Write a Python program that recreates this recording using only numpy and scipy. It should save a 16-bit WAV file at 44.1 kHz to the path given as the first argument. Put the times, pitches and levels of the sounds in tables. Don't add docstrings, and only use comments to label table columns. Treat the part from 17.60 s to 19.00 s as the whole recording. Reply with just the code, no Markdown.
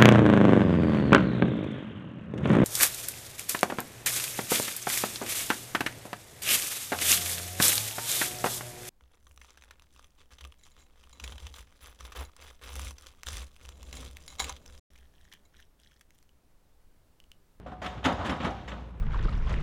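import sys
import numpy as np
from scipy import signal
from scipy.fft import rfft, irfft
from scipy.io import wavfile
from scipy.ndimage import uniform_filter1d

SR = 44100
rng = np.random.default_rng(int(sys.argv[2]) if len(sys.argv) > 2 else 0)


def generate_wav(sig):
    pcm = np.round(np.clip(np.atleast_2d(sig).T, -1, 1) * 32767).astype(np.int16)
    wavfile.write(sys.argv[1], SR, pcm)


N = 61739
TIME = np.arange(N) / SR


# freq_hz, density_db
BOOM_SPECTRUM = [(40, -50), (70, -20), (115, -16.5), (155, 0), (190, -1), (225, 2), (265, -1), (300, -0.5),
                 (335, -7.5), (600, -38), (2000, -72)]
CLANK_SPECTRUM = [(40, -62), (200, -44), (380, -6), (520, -5), (760, -6), (1150, -5), (1500, -11.5),
                  (2100, -22), (4000, -32.5), (9000, -50)]
CRUNCH_SPECTRUM = [(60, -52), (500, -9.5), (1200, 5), (1800, 5), (2500, 1), (3100, 1), (3700, -2),
                   (4200, -9.5), (5100, -25.5), (7000, -33), (9000, -53), (15000, -64)]
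FIZZ_SPECTRUM = [(100, -60), (3000, -13), (4500, 2.5), (5100, 1.5), (6200, 2), (7100, 1), (7800, -2.5),
                 (8700, -11.5), (10400, -9.5), (12000, -19), (14500, -16), (15700, -25)]
# pitch_hz, level_db, t60_s
BODY_MODES = [(159.6, -16, 0.08), (263, -14, 0.067), (294.9, -10.5, 0.16), (502.7, -13, 0.28),
              (536.8, -10.5, 0.4), (610, -8.5, 0.2), (708, -10, 0.26), (730, -14.5, 0.69),
              (783, -12.5, 0.75), (841, -10.5, 0.3), (974, -11, 0.21), (1117, -11.5, 0.11),
              (1268, -12, 0.18), (1399, -18.5, 0.12), (1477, -15, 0.1), (1522, -18, 0.14),
              (1686, -22, 0.23)]
EDGE_MODES = [(1920, -18, 0.031), (3070, -16.5, 0.049), (3660, -20, 0.31), (4670, -44, 0.037),
              (6250, -37, 0.024)]

def bucket(chip_share=0.45, body_db=-2):
    boom, clank, crunch, fizz = stone_forces()
    shell = boom * scrape(BOOM_SPECTRUM, even_s=0.014)
    grit = crunch * scrape(CRUNCH_SPECTRUM, even_s=0.0065)
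    grit += np.sqrt(1 - chip_share) * fizz * scrape(FIZZ_SPECTRUM, even_s=0.02)
    grit += np.sqrt(chip_share) * chips(fizz)
    plates = clank * scrape(CLANK_SPECTRUM, even_s=0.0097)
    contact = shell + plates + grit
    ringing = from_db(body_db) * rubbed_steel(clank, BODY_MODES) + rubbed_steel(crunch, EDGE_MODES)
    return contact + slope_echo(contact) + ringing


# start_s, rise_s, fall_tau_s, boom_db, clank_db, crunch_db, fizz_db
STONE_CONTACTS = [(0.061, 0.0063, 0.044, -48.5, -46.5, -55.5, -73),
                  (0.113, 0.0092, 0.015, -46, -44.5, -58.5, -81),
                  (0.217, 0.0032, 0.052, -53, -41, -43, -55), (0.239, 0.0065, 0.017, -44, -46, -39, -54.5),
                  (0.258, 0.0054, .011, -39, -39, -33.5, -50), (0.323, 0.0053, 0.043, -51, -47, -73, -75),
                  (0.369, 0.012, 0.014, -51, -47.5, -52, -75), (0.426, .005, 0.015, -57, -46, -49, -78),
                  (0.439, 0.017, 0.013, -45, -30, -26, -42.5),
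                  (0.451, 0.0082, 0.014, -29.5, -44, -27.5, -41.5),
                  (0.462, 0.005, 0.013, -25.5, -25, -38, -58),
                  (.480, 0.008, 0.04, -35.5, -29, -38.5, -59.5),
                  (0.522, 0.0043, 0.0067, -30, -51, -44, -50.5), (0.571, 0.039, 0.14, -50, -36, -47.5, -71),
                  (0.644, 0.018, 0.033, -34.5, -37, -37, -50), (0.692, 0.0062, 0.015, -28, -34, -32, -48),
                  (0.706, 0.019, 0.014, -30.5, -33, -41, -69), (.755, 0.01, 0.014, -42, -61, -49, -66),
                  (0.8, 0.0048, 0.026, -35.5, -40.5, -38, -59.5),
                  (0.822, 0.018, 0.0099, -37, -35, -42, -58.5),
                  (0.841, .011, 0.017, -27.5, -31.5, -34, -53),
                  (0.864, 0.0059, 0.018, -34.5, -31.5, -39.5, -68),
                  (0.9, 0.007, 0.012, -41, -54, -55, -60.5), (0.956, 0.015, 0.086, -46, -71, -55.5, -78),
                  (1.075, 0.0083, 0.022, -49, -42.5, -41, -56), (1.116, 0.0025, 0.0088, -49, -47, -39, -71),
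                  (1.122, 0.0032, .02, -40.5, -41, -51, -76), (1.149, 0.012, 0.068, -48, -51, -62, -87),
                  (1.325, 0.019, 0.03, -54, -59, -67, -91)]

def stone_forces():
    power = 0
    for start_s, rise_s, fall_tau_s, *levels_db in STONE_CONTACTS:
        load = np.clip((TIME - start_s) / rise_s, 0, 1) ** 0.73
        release = np.exp(-np.maximum(TIME - start_s - rise_s, 0) / fall_tau_s)
        power += np.outer(from_db(levels_db), load * release) ** 2
    return np.sqrt(power)


def scrape(spectrum, even_s):
    return evened(coloured(slips(per_s=9000, spread_db=2.5), spectrum), even_s)


def rubbed_steel(force, modes, linewidth_hz=3.96):
    out = 0
    for pitch_hz, level_db, t60_s in modes:
        retained = np.exp(-2 * np.log(1000) / (t60_s * SR))
        energy = signal.lfilter([1 - retained], [1, -retained], force ** 2 + 1e-18)
        jostle = np.cumsum(rng.standard_normal(N)) * np.sqrt(2 * np.pi * linewidth_hz / SR)
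        phase = 2 * np.pi * (pitch_hz * TIME + rng.random()) + uniform_filter1d(jostle, size=200)
        out += from_db(level_db) * np.sqrt(2 * energy) * np.sin(phase)
    return out


def chips(fizz, per_s=270, t60_s=0.035):
    out = np.zeros(N)
    pitches_hz = np.linspace(4470, 11990, 200)
    sizes = rms_one(from_db(at_hz(FIZZ_SPECTRUM, pitches_hz)))
    sizes *= np.sqrt(4 * np.log(1000) / (t60_s * per_s))
    for slot, (jitter, pick) in enumerate(rng.random((1000, 2))):
        start = int((slot + jitter) / per_s * SR)
        note = int(pick * len(pitches_hz))
        if start < N:
            t = TIME[:min(N - start, SR // 10)]
            ping = np.exp(-np.log(1000) * t / t60_s) * np.sin(2 * np.pi * pitches_hz[note] * t)
            out[start:start + len(t)] += sizes[note] * fizz[start] * ping
    return out


# start_s, hollow_db, side_plate_db, back_wall_db
KNOCK_HITS = [(.061, -40, -45, -70), (0.122, -52, -40, -52), (.218, -33, -41, -66), (.252, -60, -35.5, -58),
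              (.272, -39, -46, -60), (.466, -35, -38, -27.5), (.488, -42, -44, -29.5),
              (.606, -45, -48, -40), (.866, -39, -43, -38), (.907, -42, -43, -36.5)]
# pitch_hz, level_db, t60_s
HOLLOW_MODES = [(505, -9, .06), (557.6, -2, 0.1), (688, -0.5, 0.08)]
SIDE_PLATE_MODES = [(734.7, -1.5, 0.54), (1207, -17, 0.39)]
BACK_WALL_MODES = [(706, -2, .18), (783, 0, .22), (841, -8, .18), (926, -8, .17)]

def knocks():
    starts_s, *levels_db = np.transpose(KNOCK_HITS)
    parts = (HOLLOW_MODES, SIDE_PLATE_MODES, BACK_WALL_MODES)
    return sum(struck_steel(list(zip(starts_s, db)), modes) for db, modes in zip(levels_db, parts))


# start_s, level_db
THUMP_HITS = [(.459, -19.5), (.694, -32), (.848, -30), (.893, -38)]
# pitch_hz, level_db, t60_s
SHELL_MODES = [(152, -7, .14), (212, -7, .07), (263, 0, .1), (298, -9, .08)]

def thumps():
    return struck_steel(THUMP_HITS, SHELL_MODES)


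# start_s, level_db
ZING_HITS = [(.655, -70), (.699, -59.5), (.847, -62), (.908, -70)]
# pitch_hz, level_db, t60_s
TOOTH_MODES = [(7560, -4, 0.11), (9800, -0.5, 0.18)]

def zings():
    return struck_steel(ZING_HITS, TOOTH_MODES)


def struck_steel(hits, modes):
    out = 0
    for pitch_hz, mode_db, t60_s in modes:
        envelope = 0
        for start_s, hit_db in hits:
            attack = np.clip((TIME - start_s) * pitch_hz, 0, 1)
            decay = from_db(hit_db + mode_db - 60 * np.abs(TIME - start_s) / t60_s)
            envelope = np.maximum(envelope, attack * decay)
        out += envelope * np.sin(2 * np.pi * (pitch_hz * TIME + rng.random()))
    return out


# time_s, level_db
EARTH_LEVEL = [(.06, -55.5), (.2, -54), (.27, -44), (.33, -61), (.37, -38.5), (.42, -55), (.47, -32.5),
               (.51, -43.5), (.57, -38), (.64, -38), (.72, -40), (.78, -45), (.87, -40), (.95, -46.5),
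               (1.1, -47.5), (1.4, -54)]
# freq_hz, density_db
EARTH_SPECTRUM = [(15, -35), (30, -17), (48, -12), (68, 9.5), (86, 11.5), (104, 10), (140, -2.5),
                  (220, -22), (500, -63)]

def earth():
    rumble = coloured(slips(per_s=250, spread_db=2), EARTH_SPECTRUM)
    return from_db(over_time(EARTH_LEVEL)) * evened(rumble, span_s=0.093)


# time_s, level_db
SOIL_LEVEL = [(0, -65), (.2, -63.5), (.3, -45.5), (.43, -56.5), (.55, -53), (.9, -47), (1.05, -54),
              (1.2, -52.5), (1.4, -70)]
# freq_hz, density_db
SOIL_SPECTRUM = [(40, -22), (300, 7), (900, 10), (2000, -3), (3500, -4.5), (4700, -13.5), (6600, -20),
                 (9000, -39), (15000, -36)]

def soil():
    return from_db(over_time(SOIL_LEVEL)) * coloured(slips(per_s=4000, spread_db=2.5), SOIL_SPECTRUM)


# time_s, level_db
DRONE_LEVEL = [(0, -52), (.2, -50), (.3, -46.5), (.9, -45), (1.4, -43)]
DRONE_ORDERS = list(zip(np.arange(2, 9) / 2, [0, -17.5, -14, -22, -16.5, -20, -25]))
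# freq_hz, density_db
EXHAUST_SPECTRUM = [(20, -48), (40, 1.5), (65, 1), (95, -2.5), (130, 0.5), (175, 4), (280, -8.5),
                    (380, -8.5), (600, -13.5), (1100, -19), (3000, -33), (5000, -49), (10000, -49.5),
                    (15000, -57)]

def engine(firing_hz=58.8, speed_wander=0.0026, waver_db=2, throb=0.19):
    level_db = over_time(DRONE_LEVEL)
    phase = 2 * np.pi * firing_hz * np.cumsum(1 + speed_wander * drift(rate_hz=8.07)) / SR
    drone = 0
    for multiple, order_db in DRONE_ORDERS:
        drone -= from_db(order_db + waver_db * drift(rate_hz=12.12)) * np.cos(multiple * phase)
    exhaust = evened(coloured(rng.standard_normal(N), EXHAUST_SPECTRUM), span_s=0.037)
    puffs = rms_one(np.exp(throb * np.cos(phase)) * exhaust)
    exhaust_db = -49.5 + 0.19 * (level_db - level_db.mean())
    return from_db(level_db) * np.sqrt(2) * drone + from_db(exhaust_db) * puffs


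# freq_hz, t60_s
ECHO_DECAY = [(100, 0.2), (300, 0.57), (750, 0.4), (3000, 0.64), (7000, 0.86), (14000, 0.31)]

def slope_echo(x, level_db=-13.5, build_s=0.01):
    edges_hz = np.geomspace(40, 16000, 10)
    tail = 0
    for low, high in zip(edges_hz, edges_hz[1:]):
        bandpass = signal.butter(2, [low, high], "band", fs=SR, output="sos")
        decay = np.exp(-np.log(1000) * TIME / at_hz(ECHO_DECAY, np.sqrt(low * high)))
        tail += signal.sosfilt(bandpass, rng.standard_normal(N)) * decay
    tail *= 1 - np.exp(-TIME / build_s)
    return from_db(level_db) * signal.fftconvolve(x, tail / np.linalg.norm(tail))[:N]


def slips(per_s, spread_db):
    sizes = from_db(spread_db * np.minimum(rng.exponential(1, N), 4))
    signs = rng.choice([-1, 1], N)
    return rms_one(sizes * signs * (rng.random(N) < per_s / SR))


def coloured(x, spectrum):
    hz = np.arange(N + 1) * SR / (2 * N)
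    gain = from_db(at_hz(spectrum, hz)) * (hz < spectrum[-1][0])
    return rms_one(irfft(rfft(x, 2 * N) * gain)[:N])


def evened(x, span_s):
    return x / np.sqrt(np.abs(uniform_filter1d(x ** 2, int(span_s * SR))) + 1e-9)


def drift(rate_hz):
    knots = rng.standard_normal(400)
    return np.interp(TIME * rate_hz, np.arange(len(knots)), knots)


def at_hz(table, hz):
    freqs_hz, values = np.transpose(table)
    return np.interp(np.log(np.maximum(hz, 1)), np.log(freqs_hz), values)


def over_time(table):
    return np.interp(TIME, *np.transpose(table))


def from_db(db):
    return 10 ** (np.asarray(db) / 20)


def rms_one(x):
    return x / np.sqrt(np.mean(x ** 2) + 1e-20)


def scene():
    strikes = knocks() + thumps() + zings()
    return (bucket() + strikes + earth() + soil() + engine())[None]


def record(dry):
    cutoff_hz = 15700
    return signal.sosfilt(signal.ellip(10, 0.1, 80, cutoff_hz, fs=SR, output="sos"), dry)


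dry = scene()
out = record(dry)
generate_wav(out)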